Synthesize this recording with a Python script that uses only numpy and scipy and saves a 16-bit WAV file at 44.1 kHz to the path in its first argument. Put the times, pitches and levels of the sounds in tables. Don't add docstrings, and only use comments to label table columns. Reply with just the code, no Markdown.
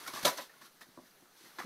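import sys
import numpy as np
from scipy import signal
from scipy.fft import rfft, irfft, next_fast_len
from scipy.io import wavfile
from scipy.ndimage import uniform_filter1d

SR = 44100
rng = np.random.default_rng(int(sys.argv[2]) if len(sys.argv) > 2 else 0)


def to_wav(sig):
    pcm = np.clip(np.atleast_2d(sig), -1, 1) * 32767
    pcm = np.round(pcm).astype(np.int16)
    wavfile.write(sys.argv[1], SR, pcm.T)


def convert_level_to_amplitude(level_db):
    exponent = np.asarray(level_db, float) / 20
    return 10 ** exponent


N = 72765

# (time [s], rustle level [dB])
HANDLING = [(0, -48.5), (.045, -50), (.12, -49), (.2, -50.5), (.243, -45.5), (.3, -44.5), (.36, -49.5),
            (.44, -57), (.49, -62.5), (.59, -62.5), (.66, -59), (.72, -67.5), (1.03, -64.5), (1.07, -61.5),
            (1.18, -71), (1.33, -63.5), (1.39, -62), (1.46, -57), (1.52, -60), (1.65, -55.5)]
# (time [s], peak [dB], brightness [dB], hold [s], t60 [s])
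CRINKLES = [(0.064, -39, 0, 0.004, 0.058), (0.072, -35, 0.5, 0.0064, 0.15), (0.0748, -38, 7.5, 0.0035, .03),
            (0.134, -38, 2.5, 0.0075, 0.044), (0.146, -34, -1.5, 0.04, 0.27),
            (0.227, -33.5, 0, 0.0091, 0.067), (0.2466, -22.5, 0.5, 0.004, 0.12),
            (0.2515, -21.5, 6.5, 0.005, 0.07), (0.265, -22, 0, 0.013, 0.17), (0.308, -50, -5, 0.0037, 0.11),
            (0.37, -36, -4, .006, 0.092), (0.373, -34.5, 0.5, 0.01, 0.089),
            (0.385, -33.5, -9.5, 0.017, 0.081), (0.406, -45, 5, 0.022, 0.17),
            (0.491, -52, -25, 0.0083, 0.75), (0.611, -51, 2, 0.014, 0.24), (0.646, -60.5, 10, 0.017, 0.13),
            (0.808, -43.5, -2.5, 0.016, 0.11), (1.363, -64.5, 10.5, 0.12, .3),
            (1.575, -50, -18, 0.005, 0.05), (1.5847, -31.5, -9.5, 0.01, 0.07),
            (1.593, -33, -8, 0.0048, 0.11), (1.614, -41.5, -5, 0.0099, 0.2)]
# (frequency [Hz], density [dB per Hz])
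RUSTLE = [(88, -43), (150, -17), (346, 1), (530, -8), (1270, 1), (4080, -4), (7450, -11), (12600, -9.5),
          (15600, -15)]
# (frequency [Hz], density [dB per Hz])
PAPER_BODY = [(71, -16), (120, -31), (263, 1.5), (424, -13.5), (555, 4), (849, 2.5), (1170, 6), (2600, 2.5),
              (3380, -23), (5720, -120)]
# (frequency [Hz], density [dB per Hz])
PAPER_EDGE = [(1410, -40), (2400, 2), (3630, 6.5), (3990, 5.5), (4600, 5), (7410, 1), (11700, -5.5),
              (13100, 0), (15600, -20)]
# (time [s], level [dB rms], pitch
# [Hz], t60 [s])
POPS = [(0.063, -40, 1385, 0.025), (0.062, -45.5, 1910, .02), (0.078, -46, 1090, 0.063),
        (.078, -45.5, 1515, 0.038), (.078, -45.5, 2230, 0.054), (.079, -49.5, 743, 0.022),
        (0.102, -46.5, 1034, .025), (0.137, -41.5, 1160, 0.023), (0.147, -44, 1580, 0.028),
        (.153, -50, 810, .02), (0.159, -38.5, 1090, 0.019), (0.168, -43, 1730, 0.027),
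        (0.173, -43, 1170, 0.042), (.186, -50.5, 960, 0.062), (.252, -28.5, 1343, .03),
        (0.262, -31, 3940, 0.056), (0.276, -34, 1806, 0.036), (0.385, -41.5, 1720, 0.025),
        (.396, -47, 1180, .025), (.404, -54, 1240, 0.024), (0.416, -47.5, 1003, 0.027),
        (.494, -54, 1790, 0.043), (0.536, -61.5, 1440, .05), (.565, -61, 1080, 0.064),
        (0.612, -56.5, 1100, 0.074), (0.619, -48.5, 1780, 0.073), (0.653, -56.5, 1390, 0.06),
        (0.813, -50.5, 1768, 0.064), (0.829, -57, 1940, 0.037), (.975, -60.5, 1560, .025),
        (.994, -54, 600, .025), (1.034, -60, 295, 0.024), (1.052, -63.5, 1700, 0.033),
        (1.105, -66, 4690, 0.045), (1.256, -58.5, 1300, 0.021), (1.352, -65.5, 1600, 0.05),
        (1.408, -62.5, 350, 0.071), (1.436, -57.5, 328, 0.045), (1.455, -57, 2070, 0.033),
        (1.535, -56.5, 1120, 0.056), (1.588, -48.5, 355, 0.055), (1.585, -39.5, 1170, 0.014),
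        (1.590, -39, 1124, 0.018), (1.588, -43.5, 1770, .02), (1.597, -40.5, 1516, 0.025),
        (1.601, -40.5, 2000, .015), (1.601, -42.5, 700, 0.016), (1.611, -42, 1223, 0.03),
        (1.62, -43, 1240, 0.015), (1.622, -48, 1950, .02)]
# (time [s], level [dB], upper
# over lower ring [dB], lower-ring pitch [ratio])
KNOCKS = [(0.2505, -24, -21, 1), (.2555, -21, -4, 1), (.2605, -22, -12, .97), (.2655, -29.5, -23, 1.137),
          (.269, -35, 19.5, 0.829), (.2785, -30.5, 14, 0.825), (.2845, -30.5, 13, 0.979),
          (.291, -41, 21.5, 1.42), (.299, -37, -2, 1.02), (0.306, -53, 10, 1.12), (.323, -38, -11, 1.155),
          (.331, -45, -14, 0.92), (.341, -39.5, 4, 0.97), (.3845, -41.5, 12.5, 1.1),
          (.390, -35.5, -2, 1.12), (.397, -44, -2, 0.92)]
# (frequency [Hz], level [dB], t60 [s])
CUP_LOW = [(588.7, -0.5, 0.038), (816, -18, 0.016), (470, -25, 0.019), (1346, -9, 0.02)]
# (frequency [Hz], level [dB], t60 [s])
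CUP_HIGH = [(985, -9, .04), (1125, -19, .04), (3050, -28, .03)]
# (time [s], level [dB])
SNAPS = [
    (.0795, -42),
    (.2523, -17),
    (.2536, -23),
    (1.5862, -43),
    (1.5985, -46),
]
# (frequency [Hz], level [dB], t60 [s])
SNAP_RING = [(2265, -13.5, 0.02), (3405, -1, 0.026), (4050, -3.5, 0.0072), (5440, -17, 0.0047),
             (6350, -10, 0.02)]
# (time [s], level [dB], contact cut-off [Hz])
THUDS = [(.085, -49, 400), (0.227, -29.5, 150), (0.134, -39, 390), (0.253, -32.5, 400), (0.264, -32, 121),
         (0.279, -36.5, 294), (0.386, -54, 250), (0.622, -49, 194), (0.865, -56, 300), (0.885, -49, 216),
         (0.9736, -44, 870), (0.9857, -48.5, 940), (1.012, -57, 400), (1.222, -53.5, 530),
         (1.454, -55.5, 393), (1.586, -57, 900), (1.634, -39.5, 200), (1.645, -30.5, 170)]
# (frequency [Hz], level [dB], t60 [s])
COUNTER = [(33.2, -1, 0.032), (179, 0.5, 0.02), (226.3, -2, 0.063), (256, 1, 0.04), (357, -4.5, 0.13),
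           (525, -3, 0.024), (646, -3, 0.029), (986, -3, 0.053), (1137, -2.5, 0.058), (1490, -5.5, 0.017)]
# (frequency [Hz], density [dB per Hz])
AIR = [(20, 8), (60, -11), (150, -6.5), (330, -10), (900, -12.5), (1700, -12.5), (2700, -15.5),
       (15700, -22.5)]
# (frequency [Hz], width [Hz], gain [dB])
HOUSING = [(2640, 950, -3.5), (4160, 740, 3), (6050, 790, 4.5), (7140, 2700, -4), (10190, 550, 5),
           (13200, 1200, 3.5), (16000, 630, -25)]

RUSTLE_DB, CRINKLE_DB, EDGE_DB, ATTACK_S = -1.5, -13, 1.5, .0015
GRAINS_PER_S, GRAIN_SPREAD_DB = 12000, 2
GRAIN_T60_S, GRAIN_SHORTENS = 0.026, 0.57
POP_SCUFF_S, LONGEST_T60_S = .004, .055
CUP_WOBBLE = .008
AIR_DB = -62.5
ROOM_T60_S, ROOM_DB, WALL_CUT_HZ = 0.18, -16, 3850
MIC_LOW_HZ, MIC_LEAK_DB, MIC_TOP_HZ = 124, -17.5, 15780


def rms_one(x):
    return x / np.sqrt(np.mean(x ** 2) + 1e-20)


def at_hz(points, hz):
    points_hz, points_db = np.transpose(points)
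    return np.interp(np.log(hz), np.log(points_hz), points_db)


def drift(rate_hz):
    r = np.exp(-80 * np.pi * rate_hz / SR)
    noise = rng.standard_normal(N // 40 + 2002)
    slow = signal.lfilter([1], [1, -2 * r, r * r], noise)[2000:]
    return np.interp(np.arange(N) / 40, np.arange(len(slow)), rms_one(slow))


def ring(clicks, hz, t60_s):
    r = convert_level_to_amplitude(-60 / (max(t60_s, .002) * SR))
    w = 2 * np.pi * hz / SR
    return signal.lfilter([0, np.sin(w)], [1, -2 * r * np.cos(w), r * r], clicks + 1e-18)


def grains(spectrum, envelope, count):
    top_hz = min(spectrum[-1][0], MIC_TOP_HZ)
    pitches_hz = np.geomspace(spectrum[0][0], top_hz, count) * rng.uniform(.97, 1.0, count)
    sizes_db = GRAIN_SPREAD_DB * np.minimum(rng.exponential(1, N), 4)
    sizes = convert_level_to_amplitude(sizes_db) * rng.choice([-1, 1], N)
    out, power = 0, 0
    for hz in pitches_hz:
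        chance = GRAINS_PER_S * np.sqrt(hz / 1000) / count / SR * 4
        clicks = (rng.random(N) < chance) * np.roll(sizes, rng.integers(N))
        t60_s = GRAIN_T60_S * (1000 / hz) ** GRAIN_SHORTENS
        gain = convert_level_to_amplitude(at_hz(spectrum, hz)) * np.sqrt(hz) * convert_level_to_amplitude(1.6 * drift(29))
        ring_rms = np.sqrt(chance * np.mean(sizes ** 2) * t60_s * SR / np.log(1e12))
        out = out + ring(clicks * envelope * gain, hz, t60_s) / ring_rms
        power += np.mean(gain ** 2)
    return out / np.sqrt(power)


def bag():
    t = np.arange(N) / SR
    body_power, edge_power = np.zeros(N), np.zeros(N)
    for start_s, peak_db, bright_db, hold_s, t60_s in CRINKLES:
        age_s = t - start_s
        rise = np.clip(age_s / ATTACK_S, 0, 1) ** 2
        shape = rise * convert_level_to_amplitude(-120 * np.maximum(age_s - hold_s, 0) / max(t60_s, .01))
        level_db = peak_db + CRINKLE_DB
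        body_power += shape * convert_level_to_amplitude(2 * level_db)
        edge_power += shape * convert_level_to_amplitude(2 * (level_db + bright_db + EDGE_DB))
    times_s, levels_db = np.transpose(HANDLING)
    total = convert_level_to_amplitude(np.interp(t, times_s, levels_db) + RUSTLE_DB)
    moving = np.sqrt(np.maximum(total ** 2 - convert_level_to_amplitude(AIR_DB - 3.5) ** 2, 1e-12))
    rustle = grains(RUSTLE, moving, count=60)
    body = grains(PAPER_BODY, np.sqrt(body_power), count=34)
    edge = grains(PAPER_EDGE, np.sqrt(edge_power), count=56)
    return rustle + body + edge


def pops():
    out, count, span = np.zeros(N + SR), int(POP_SCUFF_S * SR), SR // 2
    scuffs = rng.standard_normal((60, 2000))
    for (start_s, db, hz, t60_s), noise in zip(POPS, scuffs):
        scuff = np.pad(noise[:count], (0, span - count))
        tone = ring(scuff, hz, min(t60_s, LONGEST_T60_S))
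        start = int(start_s * SR)
        out[start:start + span] += convert_level_to_amplitude(db + 3) * tone / np.abs(tone).max()
    return out[:N]


def blow_spread_db(count):
    return rng.normal(0, 1.6, 60)[:count]


def cup_rings():
    times_s, low_db, upper_db, ratio = np.transpose(KNOCKS)
    at = (times_s * SR).astype(int)
    waver = np.interp(np.arange(N) / SR, times_s, ratio)
    out = np.zeros(N)
    for modes, knock_db, pitch in ((CUP_LOW, low_db, waver), (CUP_HIGH, low_db + upper_db, 1)):
        for hz, level_db, t60_s in modes:
            kicks = np.zeros(N)
            kicks[at] = convert_level_to_amplitude(2 * (knock_db + level_db + blow_spread_db(len(at))))
            keep = convert_level_to_amplitude(-120 / (min(t60_s, LONGEST_T60_S) * SR))
            energy = signal.lfilter([1], [1, -keep], kicks + 1e-18)
            pitch_hz = hz * pitch * (1 + CUP_WOBBLE * drift(40))
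            swing = np.sin(2 * np.pi * np.cumsum(pitch_hz) / SR)
            out += uniform_filter1d(np.sqrt(energy), size=30, origin=14) * swing
    return out


def snaps():
    times_s, snap_db = np.transpose(SNAPS)
    at = (times_s * SR).astype(int)
    out = np.zeros(N)
    for hz, level_db, t60_s in SNAP_RING:
        clicks = np.zeros(N)
        clicks[at] = convert_level_to_amplitude(snap_db + level_db + blow_spread_db(len(at)))
        out += ring(clicks, hz, t60_s)
    return out


def counter():
    out = np.zeros(N)
    for start_s, db, cut_hz in THUDS:
        start = int(start_s * SR)
        click = np.zeros(N - start)
        click[0] = convert_level_to_amplitude(db)
        click = signal.sosfilt(signal.butter(2, cut_hz, fs=SR, output="sos"), click + 1e-18)
        for k, (hz, level_db, t60_s) in enumerate(COUNTER):
            gain = (-1) ** k * convert_level_to_amplitude(level_db + rng.normal(0, 1.0))
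            out[start:] += gain * ring(click, hz, t60_s)
    return out


def room(x):
    size = next_fast_len(N + SR // 2)
    w = 2 * np.pi * np.fft.rfftfreq(size)
    dull = 1 / (1 + 1j * w * SR / (2 * np.pi * WALL_CUT_HZ))
    echo = 0
    for k, lag in enumerate(rng.uniform(.004, .022, 10) * SR):
        loop = convert_level_to_amplitude(-60 * lag / SR / ROOM_T60_S) * dull * np.exp(-1j * w * lag)
        echo = echo + (-1) ** k * loop / (1 - loop)
    return irfft(rfft(x, size) * echo, size)[:N]


def air():
    hz = np.maximum(np.fft.rfftfreq(N, 1 / SR), 10)
    noise = rfft(rng.standard_normal(N)) * convert_level_to_amplitude(at_hz(AIR, hz))
    band = np.round(3 * np.log2(np.maximum(hz, 100) / 100)).astype(int)
    together_db = 0.27 * drift(5.9)
    out = np.zeros(N)
    for k in range(band.max() + 1):
        out += irfft(noise * (band == k), N) * convert_level_to_amplitude(together_db + 1.0 * drift(9))
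    return convert_level_to_amplitude(AIR_DB) * rms_one(out)


def scene():
    blows = cup_rings() + snaps() + counter() + pops()
    mix = bag() + blows + convert_level_to_amplitude(ROOM_DB) * room(blows) + air()
    return mix[None]


def housing(x, hz, width_hz, db):
    w = 2 * np.pi * hz / SR
    damp, lift = np.sin(w) * width_hz / hz / 2, convert_level_to_amplitude(db / 2)
    b = [1 + damp * lift, -2 * np.cos(w), 1 - damp * lift]
    a = [1 + damp / lift, -2 * np.cos(w), 1 - damp / lift]
    return signal.lfilter(b, a, x)


def band_limit(x):
    return signal.sosfilt(signal.butter(12, 15750, fs=SR, output="sos"), x)


def record(dry):
    low_cut = signal.butter(4, MIC_LOW_HZ, "high", fs=SR, output="sos")
    heard = signal.sosfilt(low_cut, dry) + convert_level_to_amplitude(MIC_LEAK_DB) * dry
    for hz, width_hz, db in HOUSING:
        heard = housing(heard, hz, width_hz, db)
    top_cut = signal.ellip(12, .5, 60, MIC_TOP_HZ, fs=SR, output="sos")
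    heard = signal.sosfilt(top_cut, heard)
    return band_limit(heard)


dry = scene()
out = record(dry)
to_wav(out)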